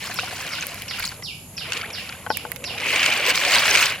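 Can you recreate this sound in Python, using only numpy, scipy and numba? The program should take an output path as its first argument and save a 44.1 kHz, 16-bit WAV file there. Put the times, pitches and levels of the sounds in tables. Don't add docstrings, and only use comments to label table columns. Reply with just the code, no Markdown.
import sys
import numpy as np
from scipy import signal
from scipy.fft import rfft, irfft
from scipy.io import wavfile
from scipy.ndimage import uniform_filter1d
from numba import njit

SR = 44100
rng = np.random.default_rng(int(sys.argv[2]) if len(sys.argv) > 2 else 0)


def int16_out(signal):
    q = np.round(np.clip(np.atleast_2d(signal).T, -1, 1) * 32767)
    wavfile.write(sys.argv[1], SR, q.astype(np.int16))


N = 176400

# f/Hz, level/dB
AIR_COLOUR = [(18, -60), (30, -16), (50, -13), (86, -2.5), (181, -5), (300, -14.5), (432, -19), (800, -20),
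              (1750, -30.5), (2700, -31), (5900, -33), (8300, -28.5), (12700, -30), (15500, -42),
              (16500, -63)]
# centre f/Hz, Gaussian width/Hz, level/dB before flicker
INSECT_BANDS = [(11000, 540, -48), (6950, 410, -54)]
# t/s, level/dB
CHIRP_TIMES = [(0.162, -34.5), (0.514, -34), (.881, -33.5), (1.23, -33.5), (1.565, -33.5), (1.927, -34),
               (2.294, -34), (2.647, -33)]
# f/Hz, level/dB
SYRINX_COLOUR = [(1950, -20), (2250, -13), (2600, -12), (2950, -4), (3300, -9), (4000, -9), (4500, -6),
                 (4950, -1), (5350, -4), (5700, -1), (6200, -8)]
# f/Hz, level/dB, t60/s
RIM_MODES = [(484, 0, .55), (648, -9, .25)]
# t/s, level/dB, f/Hz
LOW_THUDS = [(.97, -34, 42.3), (3.5, -38, 45)]
# t/s, level/dB, start f/Hz, decay/cycles, relative pitch rise per cycle
BIG_BUBBLES = [(1.828, -18, 1100, 130, .034), (3.645, -13, 900, 50, .035)]
# t/s, level/dB, left-right/dB
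SHARP_TICKS = [(0.1433, -22, 5), (0.422, -30, -4), (0.6687, -18, 2.5), (0.7447, -24, -2), (0.821, -26.5, 2),
               (0.9968, -20, -13), (2.3719, -18.5, -18), (2.5182, -14.5, -11.5), (2.5615, -25, -10)]
# f/Hz, level/dB, t60/s
TICK_MODES = [(2130, 2.5, 0.0072), (4500, -24, 0.0022), (7600, -8, 0.0013), (11600, 17, 0.0012),
              (15200, 4, 0.003)]
# t/s, level/dB, left-right/dB, loudest note f/Hz
WALL_KNOCKS = [(2.264, -16, 4.5, 1300), (2.269, -18, 4.5, 870), (2.303, -3.5, 4.5, 880),
               (2.312, -17.5, 7, 1210), (2.451, -16, 6, 826)]
# f/Hz, level/dB, t60/s
WALL_MODES = [(263, -10.5, 0.014), (365, 1, 0.01), (480, -7, 0.045), (588, -7.5, 0.035), (766, 5, 0.0068),
              (874, -0.5, 0.039), (1074, -9, 0.038), (1380, -1.5, 0.0084), (1500, -0.5, 0.026),
              (1980, -9, 0.019), (2500, -8, 0.017), (3100, -1.5, 0.013), (3980, -1, .006)]
# t/s, shell clatter level/dB, gurgle level/dB, spray level/dB
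BASIN_ACTIVITY = [(0.0, -35.5, -40, -53), (0.04, -37, -42.5, -45), (0.22, -40.5, -36.5, -49.5),
                  (0.46, -36, -37.5, -47.5), (0.81, -42.5, -42, -52.5), (0.85, -43.5, -47, -59.5),
                  (0.97, -39.5, -43, -51.5), (1.05, -38, -48, -41.5), (1.21, -54.5, -42, -71),
                  (1.37, -85, -73, -73), (1.64, -41.5, -43.5, -68), (1.76, -34.5, -30, -46.5),
                  (1.8, -35.5, -35, -56), (1.92, -44, -37, -72), (2.0, -41.5, -41.5, -52),
                  (2.1, -41.5, -42.5, -63), (2.32, -55, -40.5, -69), (2.4, -46, -42, -62),
                  (2.5, -51.5, -40.5, -70), (2.6, -53, -39.5, -81), (2.7, -38.5, -35, -60),
                  (2.75, -39, -34.5, -60), (2.87, -23.5, -28.5, -43.5), (3.04, -20.5, -30.5, -38.5),
                  (3.06, -21.5, -29, -37.5), (3.22, -23.5, -29, -44), (3.31, -20, -24.5, -32),
                  (3.33, -28, -33, -51), (3.35, -26.5, -36, -34.5), (3.41, -25, -29.5, -38.5),
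                  (3.52, -24, -26.5, -36), (3.54, -17.5, -27.5, -30), (3.62, -23, -33, -37),
                  (3.74, -21.5, -24, -33.5), (3.82, -22.5, -29, -31.5), (3.91, -27.5, -39.5, -43),
                  (4.0, -41, -43, -68)]
# f/Hz, level/dB
SPRAY_COLOUR = [(4000, 7), (6000, 2), (8500, 1), (12000, -7), (15500, 0)]
# f/Hz, level/dB
GURGLE_COLOUR = [(220, -12), (350, -12.5), (500, -3.5), (800, -6.5), (1300, -10.5), (1800, -34)]
# t/s, level/dB, f/Hz, left-right/dB
HIGH_CLACKS = [(0.0174, -27, 5180, 0), (0.2967, -25, 4300, 2), (0.6097, -10, 6260, -0.5),
               (1.004, -15, 4760, 1.5), (1.041, -9, 4550, 2.5), (1.053, -11, 4400, 4),
               (1.0627, -15, 6900, 7), (1.0765, -9, 4900, 2), (1.0914, -13, 4500, 1.0),
               (1.4965, -38, 6950, 3), (1.813, -16, 4560, -0.5), (2.0922, -15.5, 4500, 1),
               (3.5384, -3, 4730, -1), (3.5843, 1, 4620, 2), (3.7117, 2, 5800, 0.5),
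               (3.7814, -17, 4830, 0.5), (3.865, -5.5, 4940, 1.0)]
# t/s, level/dB, main ring f/Hz, left-right/dB
SHELL_CLACKS = [(0.056, -25, 2440, 0), (0.073, -24, 1310, 1.5), (0.097, -24.5, 743, 3),
                (0.112, -18, 1810, -1), (0.172, -25, 2650, 0), (0.188, -13, 1500, 6),
                (0.195, -11, 2720, -3), (0.233, -22, 760, 4), (0.276, -21, 1440, 3), (0.31, -22, 1660, 3.5),
                (0.327, -24, 713, 3), (0.531, -17, 2260, 1), (0.552, -21, 2950, -2),
                (0.583, -17.5, 1516, 4), (0.625, -13, 2520, -1), (0.635, -22, 1570, 1),
                (0.82, -19.5, 3140, 2), (0.881, -19, 2800, 0), (0.91, -15.5, 2080, -0.5),
                (0.984, -23.5, 1440, 1.5), (1, -20.5, 1590, 4), (1.025, -13.5, 2350, -2),
                (1.039, -21, 1500, 0), (1.118, -23.5, 1470, 2), (1.224, -24, 2020, -1),
                (1.579, -18.5, 2560, 2), (1.703, -24, 2500, -8), (1.721, -8, 2830, 0),
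                (1.733, -12, 2950, 1), (1.769, -11, 2710, -1.0), (1.814, -16.5, 2300, 0.0),
                (1.904, -22, 2480, 1), (2.092, -21.5, 2700, 0.0), (2.125, -21.5, 2360, 1),
                (2.37, -21, 2440, 2), (2.518, -26, 2030, -11), (2.561, -26, 2350, -15),
                (2.641, -13, 2790, -2), (2.78, -14, 2580, 0), (2.802, -15.5, 2400, -1.5),
                (2.96, -5, 2530, 1), (3.03, -3.5, 2690, 1), (3.062, -2.5, 2910, 1), (3.124, -10, 2410, -7),
                (3.299, -5, 2280, -0.5), (3.351, -12, 2280, 2), (3.376, -7, 2320, -1),
                (3.45, -4, 2440, -0.5), (3.522, -14, 2720, -2), (3.537, -17, 2380, -2),
                (3.68, -3.5, 2170, 1), (3.71, -25, 2620, -8), (3.752, 1, 2440, -4), (3.773, -3.5, 2490, 2),
                (3.826, -1.5, 2620, -4), (3.838, -7, 2740, 3)]
# pitch ratio, level/dB, decay/cycles
CLACK_PARTIALS = [(0.978, 2.5, 27.7), (0.672, -2.5, 12), (1.42, -5.5, 49), (2.07, 4, 5.7), (2.3, 6, 8)]
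# f/Hz, level/dB
HOLLOW_COLOUR = [(1900, -8), (2300, 0), (2600, -1), (2900, 0), (3300, -9)]
# f/Hz, level/dB
SHELL_COLOUR = [(530, -16), (900, -19), (1030, -9), (1240, -11.5), (1560, -6.5), (1720, -7.5), (2360, -5.5),
                (2860, -10.5), (3530, -6.5), (4630, -16), (9000, -54), (11700, -55), (19800, -120)]
# t/s, level/dB
SUNK_GAIN = [(2.6, 1), (2.8, -6), (3.25, -3.5), (3.45, 1.5)]

CLATTER, GURGLING, SPRAYING = 1, 2, 3
AIR_MID_DB, AIR_WIDE_HZ = -43.5, 4900
INSECT_FLICKER_DB = 1.2
CHIRP_TOP_HZ, CHIRP_FLOOR_HZ, CHIRP_FALL_S = 6030, 1804, 0.039
CHIRP_LEN_S, CHIRP_EDGE_S, CHIRP_ROUGH_DB, BIRD_PAN_DB = 0.092, 0.0054, 1.5, -3
TREES_T60_S, TREES_DB = 0.42, 4
ECHO_S, ECHO_DB, ECHO_TOP_HZ = 0.052, -4.5, 4200
RUB_FROM_S, RUB_TO_S, RUB_SLIP_DB = 2.37, 2.9, -42
KNOCK_FALL_DB = 3
WALL_BUMP_DB = -6.5
CLACK_RUN_S, REBOUND_DB = 0.007, -4
SOFT_CYCLES, SPREAD_S = 0.24, 0.003
WIDE_HZ, LEFT_LEADS_S = 14800, 2.8e-5
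TOP_HZ = 16100


def undb(db):
    return 10 ** (np.asarray(db) / 20)


def colour(table, hz):
    f, db = np.array(table, float).T
    return np.interp(np.log(hz), np.log(f), db)


def activity(t, column):
    table = np.array(BASIN_ACTIVITY)
    return np.interp(t, table[:, 0], table[:, column])


def flutter(count, size):
    x = uniform_filter1d(uniform_filter1d(rng.standard_normal(count), size=size), size=size)
    return x / x.std()


@njit
def ring(start, hz, fade, swell, glide, left, right, size):
    out = np.zeros((2, size))
    for k in range(len(start)):
        i = start[k]
        z = 1. + 0j
        step = fade[k] * np.exp(2j * np.pi * hz[k] / SR)
        bend = np.exp(1j * glide[k])
        level, unswollen = 1., 1.
        while level > .01 and i < size:
            out[0, i] += (1 - unswollen) * (z * left[k]).imag
            out[1, i] += (1 - unswollen) * (z * right[k]).imag
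            z = z * step
            step = step * bend
            level = level * fade[k]
            unswollen = unswollen * swell[k]
            i += 1
    return out


def grains(t, hz, cycles, db, pan_db, rise=0., soft=0.13):
    t, hz, cycles, db, pan_db = (np.ravel(v) * 1. for v in np.broadcast_arrays(t, hz, cycles, db, pan_db))
    hz = np.clip(hz, 20, .4 * SR)
    chance = rng.standard_normal((2, len(t)))
    turn = chance[0] * np.pi * np.minimum(hz / WIDE_HZ, 1) / 2 + np.pi * hz * LEFT_LEADS_S
    sign = np.sign(chance[1])
    w = 2 * np.pi * hz / SR
    fade = np.exp(-np.log(1000) * hz / cycles / SR)
    swell = np.exp(-hz / soft / SR)
    glide = rise * w * w / (2 * np.pi)
    left = sign * undb(db + pan_db / 2) * np.exp(1j * turn)
    right = sign * undb(db - pan_db / 2) * np.exp(-1j * turn)
    return ring((t * SR).astype(np.int64), hz, fade, swell, glide, left, right, N)


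def struck(rows, modes):
    t, db, pan = np.array(rows).T[:, :, None]
    hz, mode_db, t60 = np.array(modes).T
    balance_db = 1.5 * rng.standard_normal((len(t), len(hz)))
    return grains(t, hz, hz * t60, db + mode_db - 6 + balance_db, pan)


def swarm(column, table, cycles, scatter_db, gain_db, count, size, rise=0.):
    chance = rng.random((count, 3 + 3 * size))
    pitch, length, late = chance[:, 3::3], chance[:, 4::3], chance[:, 5::3]
    lowest, highest = table[0][0], table[-1][0]
    hz = lowest * (highest / lowest) ** pitch
    db = colour(table, hz) + 10 * np.log10(hz) - scatter_db * np.log(chance[:, 1:2] + 0.0039)
    t = chance[:, :1] * N / SR + SPREAD_S * late
    pan_db = 5 * (chance[:, 2:3] - .5)
    x = grains(t, hz, cycles * (.5 + length), db, pan_db, rise, SOFT_CYCLES)
    return x / np.sqrt(np.mean(x ** 2)) * undb(gain_db + activity(np.arange(N) / SR, column))


def air():
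    hz = np.maximum(np.arange(N // 2 + 1) * SR / N, 10)
    mid, side = rfft(rng.standard_normal((2, N))) * undb(colour(AIR_COLOUR, hz))
    side = side * np.clip(hz / AIR_WIDE_HZ, .09, 1)
    mid_rms = np.sqrt(np.mean(irfft(mid, N) ** 2))
    return irfft(np.array([mid + side, mid - side]), N) * undb(AIR_MID_DB) / mid_rms


def insects():
    hz = np.arange(N // 2 + 1) * SR / N
    out = np.zeros((2, N))
    for centre_hz, width_hz, db in INSECT_BANDS:
        noise = rng.standard_normal((3, N))
        band = np.exp(-.5 * ((hz - centre_hz) / width_hz) ** 2)
        hiss = irfft(rfft(0.41 * noise[0] + noise[1:]) * band, N)
        out += hiss / hiss.std() * undb(db + INSECT_FLICKER_DB * flutter(N, 300))
    return out


def chirp():
    t = np.arange(int(CHIRP_LEN_S * SR)) / SR
    hz = CHIRP_FLOOR_HZ + (CHIRP_TOP_HZ - CHIRP_FLOOR_HZ) * np.exp(-t / CHIRP_FALL_S)
    edge = np.minimum(np.minimum(t, CHIRP_LEN_S - t) / CHIRP_EDGE_S, 1)
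    level = undb(colour(SYRINX_COLOUR, hz) + CHIRP_ROUGH_DB * flutter(len(t), 80))
    return np.sqrt(2) * edge * level * np.sin(2 * np.pi * np.cumsum(hz) / SR)


def trees():
    t = np.arange(SR // 2) / SR
    noise = rng.standard_normal((3, len(t)))
    tail = (noise[0] + 1.5 * noise[1:]) * 1000 ** (-t / TREES_T60_S)
    tail = signal.sosfilt(signal.butter(1, ECHO_TOP_HZ, fs=SR, output="sos"), tail)
    tail *= undb(TREES_DB) / np.sqrt(np.sum(tail ** 2, axis=1, keepdims=True))
    tail[:, 0] = 1
    echo = 1. * (np.arange(len(t)) == int(ECHO_S * SR))
    echo = signal.sosfilt(signal.butter(8, ECHO_TOP_HZ, fs=SR, output="sos"), echo)
    return tail + undb(ECHO_DB) * echo


def bird():
    starts = np.zeros(N)
    for t, db in CHIRP_TIMES:
        starts[int(t * SR)] = undb(db)
    calls = signal.fftconvolve(starts, chirp())[None, :N]
    pan = undb(np.array([[BIRD_PAN_DB], [-BIRD_PAN_DB]]) / 2)
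    return signal.fftconvolve(calls, trees(), axes=1)[:, :N] * pan


def thuds():
    t, db, hz = np.array(LOW_THUDS).T
    return grains(t, hz, 19, db, 0, soft=1.5)


def rim():
    t = RUB_FROM_S + (RUB_TO_S - RUB_FROM_S) * rng.random(40)
    slips = np.array([t, RUB_SLIP_DB + 0 * t, 4.4 + 0 * t]).T
    return struck(slips, RIM_MODES)


def knocks():
    t, db, pan, note_hz = np.array(WALL_KNOCKS).T[:, :, None]
    hz, mode_db, t60 = np.array(WALL_MODES).T
    fall_db = KNOCK_FALL_DB * np.log2(hz / note_hz) ** 2
    return grains(t, hz, hz * t60, db + mode_db - 6 - fall_db, pan, soft=0.48)


def gloops():
    t, db, hz, cycles, rise = np.array(BIG_BUBBLES).T
    return grains(t, hz, cycles, db, 0, rise, soft=17.0)


def spray():
    return swarm(SPRAYING, SPRAY_COLOUR, cycles=64, scatter_db=3.5, gain_db=10, count=6000, size=4)


def gurgle():
    return swarm(GURGLING, GURGLE_COLOUR, cycles=45, scatter_db=1.5, gain_db=-6.5,
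                 count=1200, size=1, rise=0.0076)


def ticks():
    return struck(SHARP_TICKS, TICK_MODES)


def wall_bumps():
    chance = rng.random((2, 120))
    t = chance[0] * N / SR
    db = activity(t, CLATTER) + WALL_BUMP_DB - 3 * np.log(chance[1] + 0.042)
    return struck(np.array([t, db, 0 * t]).T, WALL_MODES)


def high_clacks():
    t, db, hz, pan = np.array(HIGH_CLACKS).T
    return grains(t, hz, 36, db + 0.5, pan, soft=3.0)


def clacks():
    t, db, hz, pan = np.array(SHELL_CLACKS).T[:, :, None, None]
    ratio, part_db, cycles = np.array(CLACK_PARTIALS).T
    rebound = np.arange(4)[:, None] > 0
    chance = rng.random((len(t), 4, 1 + len(ratio)))
    detune = 1 + 0.31 * (chance[..., 1:] - .5) * (np.arange(len(ratio)) > 0)
    contact_t = t + rebound * CLACK_RUN_S * chance[..., :1]
    contact_db = db + part_db - 6.5 + rebound * REBOUND_DB
    return grains(contact_t, hz * ratio * detune, cycles, contact_db, pan, soft=0.35)


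def clatter():
    sunk = undb(np.interp(np.arange(N) / SR, *np.array(SUNK_GAIN).T))
    broad = swarm(CLATTER, SHELL_COLOUR, cycles=57, scatter_db=3.5, gain_db=-1, count=6000, size=5)
    hollow = swarm(CLATTER, HOLLOW_COLOUR, cycles=36, scatter_db=2.5, gain_db=0, count=8000, size=2)
    return broad * sunk + hollow


def scene():
    background = air() + insects() + bird()
    basin = thuds() + rim() + knocks()
    water = gloops() + spray() + gurgle()
    shells = ticks() + wall_bumps() + high_clacks() + clacks() + clatter()
    return background + basin + water + shells


def record(dry):
    dry = signal.sosfilt(signal.butter(2, 30, "high", fs=SR, output="sos"), dry)
    return signal.sosfilt(signal.ellip(10, .2, 90, TOP_HZ, fs=SR, output="sos"), dry)


dry = scene()
out = record(dry)
int16_out(out)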